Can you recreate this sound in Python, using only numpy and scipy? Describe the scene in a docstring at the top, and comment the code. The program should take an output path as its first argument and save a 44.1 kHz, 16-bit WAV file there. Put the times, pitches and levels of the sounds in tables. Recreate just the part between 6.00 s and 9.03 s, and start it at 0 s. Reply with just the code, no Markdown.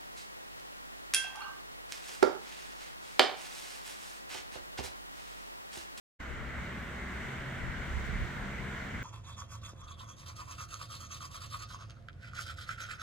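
"""Silence for a fifth of a second, then wind rushing in the needles of a tall pine, heard from below in stereo.
Rush: coloured noise in narrow bands that sway, flicker and streak. Under it, a low noise rumble and a far
engine's wavering sines with a hum. Gusts buffet the microphone ports in low noise thumps that follow a level
table; a brief treble-noise rustle comes near 2.06 s."""
import sys
import numpy as np
from scipy import signal
from scipy.fft import rfft, irfft
from scipy.io import wavfile
from scipy.ndimage import uniform_filter1d

SR = 44100
rng = np.random.default_rng(int(sys.argv[2]) if len(sys.argv) > 2 else 0)


def to_wav(s):
    """Save 16-bit WAV."""
    ch = np.atleast_2d(s).T  # columns
    pcm = np.round(np.clip(ch, -1, 1) * 32767)  # PCM
    wavfile.write(sys.argv[1], SR, pcm.astype(np.int16))


def volts_from_db(level):
    """Convert decibel levels to linear amplitude ratios."""
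    exponent = np.asarray(level, float) / 20
    return 10 ** exponent


N = 133623

TIME_S = np.arange(N) / SR
BIN_HZ = np.maximum(np.fft.rfftfreq(N, 1 / SR), 1)
LEFT_RIGHT = np.array([[1], [-1]])

START_S, START_RISE_S, TOP_HZ = 0.1876, 0.015, 15720

# Needle rush, relative spectrum: (frequency [Hz], density [dB per Hz])
RUSH_COLOUR = [(150, -41), (260, -4), (330, -3), (420, -5), (516, -6.5), (603, -5), (821, -8.5),
               (1000, -6.5), (1220, -7), (1400, -1.5), (1550, -1.5), (1780, -3.5), (2070, -1.5), (2250, -5),
               (2500, -13.5), (3000, -14), (3590, -18), (5060, -27.5), (6300, -25.5), (6900, -27.5),
               (7400, -25.5), (9000, -34), (11300, -40), (13000, -39), (14700, -38), (15700, -39)]
# Gust course: (time [s], rush level [dB], treble lift [dB])
GUST = [(.2, -43.5, 0), (.4, -43, -2), (.65, -42, -0.5), (.9, -43, 0), (1.1, -42.5, 0.5), (1.3, -42, 0),
        (1.5, -42, 0), (1.7, -42.5, 0), (2.05, -42, 1.5), (2.4, -42.5, 0.5), (2.8, -42.5, 0.5),
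        (3.03, -43, 0.5)]
# Rush likeness of left and right: (frequency [Hz], correlation [0-1])
RUSH_ALIKE = [(250, .85), (400, .7), (640, .25), (1000, .35), (1500, .5), (2300, .65), (3300, .4),
              (5000, 0), (15000, 0)]
# Rush balance: (frequency [Hz], left minus right [dB])
RUSH_BALANCE = [(250, 0), (700, -0.3), (1300, -1.9), (2400, 0.3), (4400, 2), (7000, -2.3), (10000, -0.5),
                (13000, 4.5), (15500, 6)]
SWAY_DB, SWAY_PER_S = 0.3, 8
FLICKER_DB, FLICKER_PER_S = 0.5, 14
STREAK_DB, STREAK_PER_S = 1.2, 16  # depth in the low bands; half in the treble
TILT_FROM_HZ, LEFT_EARLY_S = 2700, 0.00004

# Distant rumble, relative spectrum: (frequency [Hz], density [dB per Hz])
RUMBLE_COLOUR = [(20, -13), (50, 4.5), (100, 3), (170, 3), (260, -4), (400, -47), (1500, -90)]
RUMBLE_BASE_DB, RUMBLE_SWAY_DB, RUMBLE_SWAY_PER_S = -47, 1.5, 2.8
RUMBLE_SIDE_DB = -13  # side relative to mid

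# Engine lines: (multiple of FIRING_HZ, base level [dB], left minus right [dB])
ENGINE_ORDERS = [(1, -50, 0), (2, -53, 0), (3, -54.5, 3)]
FIRING_HZ = 66.6
HUM_HZ, HUM_BASE_DB, HUM_BALANCE_DB = 237.6, -58, -2
PITCH_WAVER, PITCH_WAVER_PER_S = 0.00367, 2.96  # waver as a fraction of the frequency
LINE_SWELL_DB, LINE_SWELL_PER_S = 2, 8.07
# Level changes: (time [s], engine line 1 [dB], line 2 [dB], line 3 [dB], hum [dB], rumble [dB])
DRONE_CHANGES = [(.2, -3, -7, -4, 1, -10.5), (.6, 1.5, -1, -2, 4.5, 5), (.9, 4, -16, -5.5, -1.5, 0.5),
                 (1.25, -2, 2.5, 3, 6.5, 1), (1.6, -20, 4.5, -3, -5.5, 4), (2., 10, -8, -8, -2.5, -1),
                 (2.35, -12, 0.5, 2.5, -0.5, 2), (2.7, 1, 2.5, 1, -3, -1), (3.03, 0, -4.5, -5, 5.5, 4.5)]

# Buffeting course: (time [s], level before BUFFET_TRIM_DB [dB], left minus right [dB])
BUFFET = [(0.21, -49, -3), (0.32, -48.5, 11), (0.39, -46, -5), (0.41, -44, 16), (0.49, -47.5, 3.5),
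          (1.11, -57, 2), (1.25, -40.5, 19), (1.3, -70, 6), (1.4, -48, 0.0), (1.44, -59, -2),
          (1.48, -61, -5), (1.62, -46.5, 11), (1.69, -47, 29), (1.74, -52, 7), (1.81, -39, 0),
          (1.85, -47, -2.5), (1.91, -29.5, -1), (1.93, -34.5, -1), (1.97, -36, -23), (2.05, -39, 3),
          (2.09, -37, -18), (2.11, -42, -15), (2.14, -27, -3.0), (2.18, -34.5, 2), (2.23, -37, -4.5),
          (2.28, -56, -13), (2.38, -43, 0), (2.64, -49, 5.5), (2.65, -47.5, 6), (2.87, -58, 0),
          (2.91, -45, 6), (3.03, -51, -8)]
# Buffeting, relative spectrum: (frequency [Hz], density [dB per Hz])
BUFFET_COLOUR = [(12, -38), (30, 0), (52, 0.5), (90, -4), (130, -12), (220, -18.5), (400, -82),
                 (1500, -100)]
BUFFET_ALIKE, BUFFET_TRIM_DB, BUFFET_FLICKER_DB = 0.45, -1.5, 2.5

# Treble bursts: (centre time [s], peak level [dB], Gaussian length [s])
RUSTLES = [(2.058, -63, .014)]
# Burst, relative spectrum: (frequency [Hz], density [dB per Hz])
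RUSTLE_COLOUR = [(3000, -32), (5000, -5), (7000, 0), (10000, -12), (15000, -15)]


def column(table, k):
    """Column k of a time table, interpolated per sample."""
    table = np.array(table)
    return np.interp(TIME_S, table[:, 0], table[:, k])


def over_hz(table):
    """Frequency table, interpolated over log frequency per spectral bin."""
    table = np.array(table)
    return np.interp(np.log(BIN_HZ), np.log(table[:, 0]), table[:, 1])


def unit(x):
    """Scale to rms 1 over both channels."""
    return x / np.sqrt(np.mean(x ** 2))


def walk(rate_per_s):
    """Random levels, each held 1 / rate_per_s and smoothed twice; spread near 1."""
    hold = int(SR / rate_per_s)
    steps = np.repeat(rng.standard_normal(N // hold + 1), hold)
    smooth = uniform_filter1d(uniform_filter1d(steps, hold), hold)
    return 1.38 * smooth[:N]


def pair(colour, alike):
    """Left and right noise spectra of one colour; the mid/side mix sets their correlation."""
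    mid, side = rfft(rng.standard_normal((2, N)))
    alike = np.clip(alike, -0.98, 0.98)
    left_right = np.sqrt(1 + alike) * mid + LEFT_RIGHT * np.sqrt(1 - alike) * side
    return volts_from_db(over_hz(colour)) * left_right


def sides(balance_db):
    """Left and right gains from left minus right in dB."""
    return volts_from_db(LEFT_RIGHT * balance_db / 2)


def needles():
    """Needle rush: noise bands sway together, flicker by the half octave, streak singly; the gust sets level and treble."""
    low_cut = np.clip(BIN_HZ / 250, 0, 1) ** 4
    spectrum = pair(RUSH_COLOUR, over_hz(RUSH_ALIKE)) * sides(over_hz(RUSH_BALANCE)) * low_cut
    spectrum = spectrum * np.exp(1j * np.pi * BIN_HZ * LEFT_EARLY_S * LEFT_RIGHT)
    sway_db = SWAY_DB * walk(SWAY_PER_S)
    treble_db = column(GUST, 2)
    rush = 0
    for k, centre_hz in enumerate(177 * 2 ** (np.arange(40) / 6)):
        if k % 3 == 0:  # new flicker every half octave
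            flicker_db = FLICKER_DB * walk(FLICKER_PER_S)
        window = np.clip(1 - 6 * np.abs(np.log2(BIN_HZ / centre_hz)), 0, 1)
        band = irfft(spectrum * window, N)
        tilt = np.clip(np.log2(2 * centre_hz / TILT_FROM_HZ), 0, 1)
        streak_db = STREAK_DB * (1 - tilt / 2) * walk(STREAK_PER_S)
        rush = rush + band * volts_from_db(sway_db + flicker_db + streak_db + treble_db * tilt)
    return unit(rush) * volts_from_db(column(GUST, 1))


def rumble():
    """Distant rumble: low noise with a weak side signal, so nearly alike left and right."""
    side_share = volts_from_db(2 * RUMBLE_SIDE_DB)  # power ratio
    noise = unit(irfft(pair(RUMBLE_COLOUR, (1 - side_share) / (1 + side_share)), N))
    sway_db = RUMBLE_SWAY_DB * walk(RUMBLE_SWAY_PER_S)
    return noise * volts_from_db(RUMBLE_BASE_DB + column(DRONE_CHANGES, 5) + sway_db)


def engine_and_hum():
    """Far engine: sines at multiples of the firing rate, plus a hum; all share one pitch waver, each swells alone."""
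    warped_s = np.cumsum(1 + PITCH_WAVER * walk(PITCH_WAVER_PER_S)) / SR
    lines = [(k * FIRING_HZ, db, balance_db) for k, db, balance_db in ENGINE_ORDERS]
    lines.append((HUM_HZ, HUM_BASE_DB, HUM_BALANCE_DB))
    drone = 0
    for k, (hz, base_db, balance_db) in enumerate(lines, start=1):
        level_db = base_db + column(DRONE_CHANGES, k) + LINE_SWELL_DB * walk(LINE_SWELL_PER_S)
        sine = np.sqrt(2) * np.sin(2 * np.pi * (hz * warped_s + rng.random()))  # rms 1
        drone = drone + sine * volts_from_db(level_db) * sides(balance_db)
    return drone


def buffeting():
    """Turbulence at the two microphone ports: low noise thumps, each side flickering on its own."""
    noise = unit(irfft(pair(BUFFET_COLOUR, BUFFET_ALIKE), N))
    flicker_db = BUFFET_FLICKER_DB * np.array([walk(21.67), walk(21.92)])
    level_db = column(BUFFET, 1) + BUFFET_TRIM_DB + flicker_db
    return noise * volts_from_db(level_db) * sides(column(BUFFET, 2))


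def rustle():
    """Soft treble rustle: noise independent left and right under Gaussian envelopes."""
    envelope = 0
    for centre_s, peak_db, length_s in RUSTLES:
        envelope = envelope + volts_from_db(peak_db) * np.exp(-((TIME_S - centre_s) / length_s) ** 2)
    return unit(irfft(pair(RUSTLE_COLOUR, 0), N)) * envelope


def scene():
    """Sum of all sources."""
    return needles() + rumble() + engine_and_hum() + buffeting() + rustle()


def top_cut(x):
    """Nothing passes above the cut-off."""
    return signal.sosfilt(signal.butter(12, 16190, fs=SR, output="sos"), x)


def record(dry):
    """Quick switch-on, then a steep low-pass."""
    switch_on = np.clip((TIME_S - START_S) / START_RISE_S, 0, 1) ** 3
    low_pass = signal.ellip(12, 0.3, 60, TOP_HZ, fs=SR, output="sos")
    mix = signal.sosfilt(low_pass, dry * switch_on)
    return top_cut(mix)


dry = scene()
out = record(dry)
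to_wav(out)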